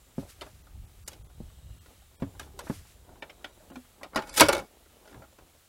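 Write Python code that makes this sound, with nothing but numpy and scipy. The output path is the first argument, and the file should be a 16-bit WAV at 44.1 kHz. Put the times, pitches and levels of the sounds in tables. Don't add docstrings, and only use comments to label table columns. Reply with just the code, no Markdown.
import sys
import numpy as np
from scipy import signal
from scipy.fft import rfft, irfft, next_fast_len
from scipy.io import wavfile
from scipy.ndimage import uniform_filter1d

SR = 44100
rng = np.random.default_rng(int(sys.argv[2]) if len(sys.argv) > 2 else 0)


def invert_db(level):
    return 10 ** (np.asarray(level, dtype=float) / 20)


def generate_wav(signal):
    frames = np.transpose(np.atleast_2d(signal))
    scaled = np.clip(frames, -1, 1) * 32767
    pcm = np.round(scaled).astype(np.int16)
    wavfile.write(sys.argv[1], SR, pcm)


N = 250488
TAIL = 5400
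TOP_HZ = 15850
RELEASE_S, SLAM_S = 4.1, 4.4

# pitch_hz, level_db
RUMBLE_SPECTRUM = [(18, -14), (35, -3), (65, 1.5), (110, -7), (200, -19), (400, -42.5)]
# time_s, level_db
BREEZE = [(0.0, -63), (0.14, -63), (0.58, -56), (1.04, -58), (1.55, -53), (2.28, -62), (2.74, -55),
          (3.19, -61), (4.03, -63), (4.43, -57), (4.76, -65), (5.68, -67)]
# middle_s, half_length_s, level_db
JOLTS = [(.22, .025, -50), (.5, .06, -55), (.79, .045, -47), (1.04, .03, -56), (1.22, .03, -51),
         (1.42, .04, -47), (1.7, .05, -52), (2.25, .025, -39), (2.42, .08, -55), (2.79, .025, -47),
         (3.14, .05, -58), (4.44, .05, -45), (4.56, .03, -50), (5.18, .03, -52), (5.43, .02, -58)]
# pitch_hz, level_db
HISS_SPECTRUM = [(350, -40.5), (600, -24), (1230, -6), (1450, -9), (3780, -9), (4980, -12.5), (7110, -11),
                 (16000, -13.5)]
HISS_DB = -64
# pitch_hz, width_hz, level_db
INSECTS = [(3800, 250, -84), (7200, 200, -80), (8000, 300, -79.5), (10230, 120, -81)]
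# middle_s, half_length_s, level_db
CHIRPS = [
    (.45, 0.25, -90),
    (1.35, 0.11, -90),
    (1.75, 0.26, -73),
    (3.4, 0.15, -76),
    (4.88, 0.11, -76),
    (5.45, 0.09, -86),
]

# pitch_hz, level_db
GRASS_SPECTRUM = [(300, -71), (1200, -2.5), (3000, -4), (7000, -5), (12000, -7), (16000, -18)]
# middle_s, half_length_s, level_db
SWISHES = [
    (0.208, 0.029, -57.5),
    (0.302, .02, -53),
    (0.456, 0.11, -64.5),
    (1.108, 0.032, -60.5),
    (2.43, .025, -57.5),
    (2.666, 0.06, -59),
    (2.74, 0.039, -53.5),
    (2.894, 0.047, -62.5),
    (5.113, 0.013, -65),
]
# pitch_hz, level_db
SHUFFLE_SPECTRUM = [(80, -27.5), (170, 3), (350, 6), (850, 1), (1500, -15.5), (3000, -36)]
SHUFFLE_DB = -66.5
# middle_s, half_length_s, level_db
SHIFTS = [(.24, .04, -62), (.44, .03, -58), (1.12, .03, -63), (1.43, .02, -67), (1.89, .02, -70),
          (2.26, .03, -57), (2.42, .06, -60), (2.62, .04, -58), (2.73, .02, -52), (3.17, .06, -63),
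          (3.4, .12, -64), (4.03, .04, -58), (4.18, .02, -41), (4.47, .03, -43), (4.58, .03, -38),
          (4.72, .06, -66), (5.15, .1, -61)]
# start_s, peak_db, slap_db, pitch_hz, ring_s (time to fade by 60 dB)
THUDS = [
    (0.1811, -21.5, -22, 190, 0.12),
    (1.403, -30.5, -35, 170, 0.083),
    (2.2218, -21, -14.5, 190, 0.13),
    (2.6981, -19.5, -13, 190, 0.1),
    (3.702, -41.5, -20, 245, 0.26),
    (3.766, -46, -12, 250, 0.15),
    (4.412, -24, -16.5, 100, 0.28),
    (4.591, -42, -30, 150, .12),
    (5.146, -53, -20, 105, 0.26),
]
# start_s, peak_db, pitch_hz, ring_s
PANEL_HUMS = [(.192, -44, 280, .1), (2.233, -35, 277, .1), (2.54, -50, 390, .1), (2.575, -49, 380, .08),
              (2.712, -37, 290, .09), (3.702, -46, 262, .12), (3.725, -47, 270, .1),
              (3.7675, -36, 250, .13), (4.17, -35, 231, .14), (4.412, -17, 307, .13), (4.41, -16, 553, .1),
              (4.49, -17, 570, .06), (4.53, -26, 350, .12), (4.553, -27, 560, .1)]

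# pitch_hz, level_db, ring_s
RATTLE_NOTES = [(2240, -1, 0.2), (2660, -7, .08), (3500, -4.5, 0.092), (4850, -4, 0.12), (5200, -5.5, .08),
                (7300, -5.5, 0.073), (10300, -9, .06)]
# time_s, tube_db, cabinet_db
SLIDES = [
    [(4.16, -57, -33.5), (4.24, -62, -48.5), (4.34, -52, -50)],
    [(4.34, -43.5, -52.5), (4.38, -44, -50), (4.45, -47, -56.5), (4.48, -45, -54)],
    [(4.5, -60, -44), (4.594, -64, -60), (4.68, -67, -69)],
]

# pitch_hz, level_db, ring_s
CABINET_NOTES = [(250, -15.5, 0.17), (307.3, -3, 0.15), (386, -5.5, 0.076), (463, -9.5, 0.051),
                 (553.8, -3, 0.18), (643, 2.5, 0.081), (848, 2, .11), (968.6, 1.5, 0.048),
                 (1082, -7, 0.023), (1290, -8.5, .09), (1410, 1, 0.094)]
# pitch_hz, level_db, ring_s
TUBE_NOTES = [(1800, -2.5, 0.12), (2206, -4, 0.2), (2417, -2.5, 0.16), (2650, -0.5, 0.089),
              (3040, -6.5, 0.26), (3600, -2, 0.11), (3850, -7, 0.055), (4260, -13.5, 0.063),
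              (5060, -11.5, 0.08), (5790, -17.5, 0.024)]
# pitch_hz, level_db, ring_s
FAR_LEG_NOTES = [(829, -10, .14), (888, -10, .12), (1300, -3, .12), (1430, -5, .09), (1707, -7, .1),
                 (2235, -1, .22), (2440, -7, .12), (2664, -4, .1), (3040, -4, .12), (3500, -5, .12),
                 (3900, -5, .07), (4650, -9, .2), (4958, -10, .13), (5584, -9, .1)]
# pitch_hz, level_db, ring_s
CLAMP_NOTES = [(6846, -8, 0.02), (7590, -2, .08), (7730, -5, 0.096), (8620, -5.5, 0.043), (9284, -4, .04),
               (11240, -17, 0.019)]
# start_s, tube_db, cabinet_db, tick_db, metal_hz
CLICKS = [(0.411, -33, -45, -43, 3130), (0.4176, -32, -32, -43, 1340), (1.0774, -38, -48, -29, 9300),
          (1.0815, -39, -52, -29, 7400), (1.1178, -49, -48, -48, 3300), (1.1315, -43, -48, -46, 7800),
          (2.396, -30, -35, -35, 1650), (2.412, -42, -44, -52, 1750), (2.43, -48, -52, -58, 3400),
          (2.5909, -30, -31, -33, 1450), (2.606, -42, -42, -52, 1640), (2.674, -43, -48, -70, 1800),
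          (3.2235, -31, -33, -55, 1780), (3.231, -42, -42, -60, 1800), (3.2965, -43, -44, -62, 2950),
          (3.299, -42, -55, -66, 2100), (3.3, -46, -58, -60, 5370), (3.305, -45, -55, -62, 3150),
          (3.4441, -28, -32, -46, 1830), (3.701, -53, -48, -56, 2850), (4.032, -31, -31, -40, 1890)]
CLICK_WOOD_HZ = 560
# start_s, tube_db, cabinet_db, wood_hz
FUMBLES = [(.4649, -45, -43, 654), (.6695, -52, -52, 1200), (1.0801, -54, -39, 833), (1.86, -50, -51, 413),
           (2.2, -50, -55, 940), (1.3, -62, -54, 700), (1.5, -58, -56, 1150), (1.7, -62, -55, 800),
           (2.02, -62, -54, 830), (2.35, -57, -50, 820), (2.475, -60, -50, 760), (2.85, -62, -53, 920),
           (3.05, -66, -54, 450), (3.5, -66, -53, 380), (2.6689, -58, -35.5, 324), (3.09, -64, -53.5, 403),
           (3.156, -57, -49, 370), (3.41, -70, -53, 574), (3.5994, -74, -50, 554), (3.716, -50, -43, 520),
           (3.7571, -36, -34, 241), (3.848, -69, -52, 247), (4.0125, -53, -41, 280), (4.044, -41, -35, 800),
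           (4.133, -54, -39, 517), (4.86, -59, -54.5, 400), (5.054, -49, -49, 584), (5.0761, -46, -46, 420),
           (5.095, -50, -47, 400), (5.112, -54, -48, 378), (5.1272, -48, -45, 330), (5.1436, -48, -42, 312),
           (5.2205, -52, -41, 830), (5.2394, -60, -46, 826), (5.3266, -59, -54, 490),
           (5.3865, -50, -46, 339)]
FUMBLE_METAL_HZ, FUMBLE_TICK_DB = 1430, -13
# start_s, tube_db, cabinet_db, tick_db, metal_hz
DROP = [(4.147, -41, -33.5, -47, 4900), (4.1595, -19, -15.5, -28, 1320), (4.172, -26, -22.5, -38, 2440),
        (4.2219, -36, -35.5, -46.5, 1330), (4.235, -44, -44.5, -59, 2400), (4.192, -34, -28, -52, 1430),
        (4.2728, -47, -47, -45, 7300), (4.282, -50, -52, -49, 10300), (4.2937, -38, -45, -36, 7400),
        (4.329, -46, -50, -44, 5060), (4.3401, -38, -48, -33, 7400), (4.349, -39, -48, -38, 5000),
        (4.382, -24, -27, -21, 5770), (4.39, -22, -27, -21, 6800), (4.3979, -8, -16, -9, 3850),
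        (4.4067, -3, -5, 0.1, 1260), (4.4124, -4, -4, -18.5, 1420), (4.421, -19, -16, -24, 2245),
        (4.433, -25, -23.5, -26, 2900), (4.443, -30, -28, -31, 3500), (4.463, -33, -30, -35, 3040),
        (4.452, -27, -30, -40, 2235), (4.4855, -14, -14, -17, 1430), (4.4905, -16, -13, -24, 2700),
        (4.5242, -34, -28, -34, 3070), (4.53, -21, -21, -22, 4300)]
HANGING_WOOD_HZ, STOPPED_WOOD_HZ = 870, 560
# first_s, first_gap_s, gap_ratio, first_tube_db, change_db per contact
SKID = (4.362, .0047, .9, -31, 3.6)
SKID_CABINET_DB, SKID_TICK_DB, SKID_METAL_HZ = -9, 4, 5300
# first_s, first_gap_s, gap_ratio, first_tube_db, change_db per contact
BOUNCE = (4.5271, .0222, .78, -22, -3.1)
BOUNCE_CABINET_DB, BOUNCE_TICK_DB, BOUNCE_METAL_HZ = 2, -4.5, 2240
SOFT_HZ, SOFT_DB_PER_OCTAVE = 9000, 14

# middle_s, half_length_s, from_hz, share_lost
THIN_MOMENTS = [(.633, .008, 1500, .55), (.865, .007, 3000, .5), (1.052, .012, 1500, .8),
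                (1.236, .009, 1500, .7), (1.283, .009, 1500, .7), (1.797, .009, 1500, .7),
                (2.18, .02, 1200, .6), (2.63, .01, 3000, .5), (3.21, .008, 1900, .7),
                (3.515, .01, 2000, .45), (3.722, .008, 3500, .6), (4.154, .003, 2000, .9),
                (4.312, .017, 2800, .5), (4.313, .015, 11500, 1.), (4.29, .005, 9000, .6),
                (4.336, .003, 9000, .7)]


def level(x, db):
    return x * invert_db(db) / np.sqrt(np.mean(x ** 2))


def band(x, lo_hz, hi_hz):
    limits = [lo_hz, min(hi_hz, .45 * SR)]
    return signal.sosfilt(signal.butter(2, limits, "band", fs=SR, output="sos"), x)


def coloured(x, spectrum):
    hz, db = np.transpose(spectrum)
    size = next_fast_len(N)
    f = np.arange(size // 2 + 1) * SR / size + 1
    gain = invert_db(np.interp(np.log(f), np.log(hz), db, -90, -90))
    return level(irfft(rfft(x, size) * gain, size)[:N], 0)


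def walk(rate):
    k = int(SR / rate)
    steps = np.repeat(rng.standard_normal(N // k + 1), k)
    return uniform_filter1d(uniform_filter1d(steps, k), k)[:N]


def curve(spans, column):
    t = np.arange(N) / SR
    gain = np.zeros(N)
    for rows in spans:
        rows = np.array(rows)
        gain += invert_db(np.interp(t, rows[:, 0], rows[:, column], -150, -150))
    return uniform_filter1d(gain, size=200)


def swells(rows):
    t = np.arange(0, N + 64, 64) / SR
    gain = sum(invert_db(db) * np.exp(-.5 * ((t - s) / half) ** 2) for s, half, db in rows)
    return np.interp(np.arange(N) / SR, t, gain)


def grains(spread_db):
    return rng.standard_normal(N) * invert_db(spread_db * np.minimum(rng.exponential(size=N), 6))


def ring(notes, scatter_db, detune, damp):
    hz, db, ring_s = np.transpose(notes)[:, :, None]
    pitch_chance, level_chance = rng.standard_normal((2, len(notes), 1))
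    t = np.arange(TAIL) / SR
    waves = np.sin(2 * np.pi * hz * (1 + detune * pitch_chance) * t)
    fade = invert_db(-60 * t / (ring_s * damp))
    return np.sum(invert_db(db + scatter_db * level_chance) * waves * fade, axis=0)


def haze(lo_hz, hi_hz, ring_s, db):
    fade = invert_db(db - 60 * np.arange(TAIL) / SR / ring_s)
    return band(rng.standard_normal(TAIL), lo_hz, hi_hz) * fade


def add(out, s, sound, peak_db):
    i = int(s * SR)
    n = min(len(sound), N - i)
    faded = sound * np.minimum(np.linspace(4, 0, len(sound)), 1)
    out[i:i + n] += faded[:n] * invert_db(peak_db) / np.max(np.abs(sound))


def air():
    gusts = curve([BREEZE], column=1) + swells(JOLTS)
    rumble = coloured(rng.standard_normal(N), RUMBLE_SPECTRUM) * invert_db(2 * walk(14)) * gusts
    hiss = level(coloured(rng.standard_normal(N), HISS_SPECTRUM) * invert_db(.9 * walk(7.1)), HISS_DB)
    chirring = np.zeros(N)
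    for hz, width_hz, db in INSECTS:
        pulse = invert_db(5 * np.clip(walk(5), -2, 1) - .7 * np.arange(N) / SR)
        insect = band(rng.standard_normal(N), hz - width_hz / 2, hz + width_hz / 2)
        chirring += level(insect * pulse, db)
    return rumble + hiss + chirring


def birds():
    whistles = np.zeros(N)
    for hz in (2900, 3170, 3750, 4100):
        tone = np.sin(2 * np.pi * np.cumsum(hz * (1 + .025 * walk(9.6))) / SR)
        whistles += tone * walk(240) * invert_db(4 * np.clip(walk(11), -2, 1))
    return level(whistles, 0) * swells(CHIRPS)


def lawn():
    swish = coloured(grains(2.2), GRASS_SPECTRUM) * invert_db(1.9 * walk(77)) * swells(SWISHES)
    shuffle = coloured(grains(5.3) * invert_db(4 * walk(45)), SHUFFLE_SPECTRUM)
    return swish + shuffle * (invert_db(SHUFFLE_DB) + swells(SHIFTS))


def thuds():
    out, t = np.zeros(N), np.arange(TAIL) / SR
    parts = [(.65, -2, .69), (1, -3, 1), (1.45, -3, 1), (2.1, -8, .79), (2.85, -9, .7), (3.5, -13, .6), (4.5, -16, .5)]
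    for s, db, slap_db, hz, ring_s in THUDS:
        sole = ring([(r * hz, part_db, k * ring_s) for r, part_db, k in parts], 0, 0, damp=0.77)
        push = -np.sin(2 * np.pi * hz * t) * invert_db(13.5 - 60 * t / 0.019)
        add(out, s, band(push + sole, 59, 1500), db)
        add(out, s, haze(400, 1400, .08, 0), db + slap_db)
    return out


def panel():
    out, t = np.zeros(N), np.arange(TAIL) / SR
    for s, db, hz, ring_s in PANEL_HUMS:
        hum = ring([(hz, 0, ring_s), (2.05 * hz, -14, .6 * ring_s)], 0, 0, 1)
        add(out, s, hum * (1 - np.exp(-t / .003)), db)
    return out


def slide():
    tap = 1. * (np.arange(TAIL) == 0)
    tube = ring(RATTLE_NOTES, 0, 0, 1) + invert_db(28.5) * band(tap, 1500, 14000)
    cabinet = ring(CABINET_NOTES, 0, 0, 0.54)
    metal = level(signal.fftconvolve(grains(2.5), tube)[:N], 0)
    wood = level(signal.fftconvolve(grains(4.6), cabinet)[:N], 0)
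    return metal * curve(SLIDES, column=1) + wood * curve(SLIDES, column=2)


def series(rule, cabinet_db, tick_db, metal_hz, wood_hz, count):
    first_s, gap_s, ratio, first_db, step_db = rule
    rows = []
    for i in range(count):
        s = first_s + gap_s * (1 - ratio ** i) / (1 - ratio)
        db = first_db + step_db * i
        rows.append((s, db, db + cabinet_db, db + tick_db, metal_hz, wood_hz))
    return rows


def contacts():
    drop = [(*row, HANGING_WOOD_HZ if row[0] < SLAM_S else STOPPED_WOOD_HZ) for row in DROP]
    skid = series(SKID, SKID_CABINET_DB, SKID_TICK_DB, SKID_METAL_HZ, HANGING_WOOD_HZ, count=5)
    bounce = series(BOUNCE, BOUNCE_CABINET_DB, BOUNCE_TICK_DB, BOUNCE_METAL_HZ, STOPPED_WOOD_HZ, count=6)
    clicks = [(*row, CLICK_WOOD_HZ) for row in CLICKS]
    fumbles = [(s, tube_db, cabinet_db, tube_db + FUMBLE_TICK_DB, FUMBLE_METAL_HZ, wood_hz)
               for s, tube_db, cabinet_db, wood_hz in FUMBLES]
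    return drop + skid + bounce + clicks + fumbles


def knocks():
    out, t = np.zeros(N), np.arange(TAIL) / SR
    tap = 1. * (t == 0)
    shape = (1 - np.exp(-t / 0.0013)) * np.exp(-t / 0.0031)
    shape = shape + invert_db(-19) * np.exp(-t / 0.025) * (1 - np.exp(-t / 0.0014))
    swing = 1 - np.exp(-t / .0018)
    tube_crack = invert_db(35) * band(tap, 1100, 5200)
    clamp_crack = invert_db(32) * band(tap, 5500, 15000)
    cabinet_crack = invert_db(34) * band(tap, 400, 1500)
    for s, tube_db, cabinet_db, tick_db, metal_hz, wood_hz in contacts():
        released = s > RELEASE_S
        chatter = rng.standard_normal(TAIL) * invert_db(1.4 * rng.exponential(size=TAIL)) * shape
        chatter = chatter + invert_db(13.5) * (np.arange(TAIL) == 40)
        clamp_chatter = chatter * np.exp(-t / .035)

        metal_ring_s = .036 * min(1, (3000 / metal_hz) ** .5)
        metal_note = swing * ring([(metal_hz, -10.5 - .3 * tube_db, metal_ring_s)], 0, .012, 1)
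        wood_note = swing * ring([(wood_hz, -10.5 - .17 * cabinet_db, .06)], 0, .03, 1)
        tube_note = metal_note * (metal_hz < 6000)
        clamp_note = invert_db(-5) * metal_note * (metal_hz >= 6000)

        pipe = ring(FAR_LEG_NOTES, 2.5, .006, .55) if released else ring(TUBE_NOTES, 2, 0.014, .3)
        dull_hz = SOFT_HZ * 2 ** ((tick_db - tube_db) / SOFT_DB_PER_OCTAVE)
        dull_hz = np.clip(dull_hz, 6000 if released else 2600, 16000)
        tube = band(pipe + haze(1300, 4800, 0.036, 18) + tube_crack, 600, dull_hz)
        cabinet = ring(CABINET_NOTES, 2.7, 0.019, .6) + haze(300, 1500, 0.072, 18.5) + cabinet_crack
        cabinet = band(cabinet, 280, 2100)
        clamp = ring(CLAMP_NOTES, 2, .01, .6) + haze(3800, 11000, 0.021, 25) + clamp_crack

        for push, body, note, db in ((chatter, tube, tube_note, tube_db),
                                     (chatter, cabinet, wood_note, cabinet_db),
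                                     (clamp_chatter, clamp, clamp_note, tick_db)):
            sound = signal.fftconvolve(push, body)[:TAIL]
            add(out, s - .001, sound / np.max(np.abs(sound)) + note, float(db))
    return out


def scene():
    return (air() + birds() + lawn() + thuds() + panel() + slide() + knocks())[None]


def thin_treble(x):
    hz, t, z = signal.stft(x, SR, nperseg=512, noverlap=384)
    usual = np.median(np.abs(z), axis=1)
    for s, half, from_hz, lost in THIN_MOMENTS:
        now = np.abs(t - s) < half
        strength = uniform_filter1d(np.mean(np.abs(z[:, now]), axis=1) / usual, size=3)
        treble = (hz > from_hz) & (hz < TOP_HZ)
        weak = treble & (strength < np.quantile(strength[treble], lost))
        z[np.ix_(weak, now)] = 0
    return signal.istft(z, SR, nperseg=512, noverlap=384)[1][:N]


def band_limit(x):
    return signal.sosfilt(signal.butter(12, 16490, fs=SR, output="sos"), x)


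def record(dry):
    rounded = np.tanh(dry[0] / .95) * .95
    top_cut = signal.ellip(8, .2, 45, TOP_HZ, fs=SR, output="sos")
    mix = thin_treble(signal.sosfilt(top_cut, rounded))[None]
    return band_limit(mix)


dry = scene()
out = record(dry)
generate_wav(out)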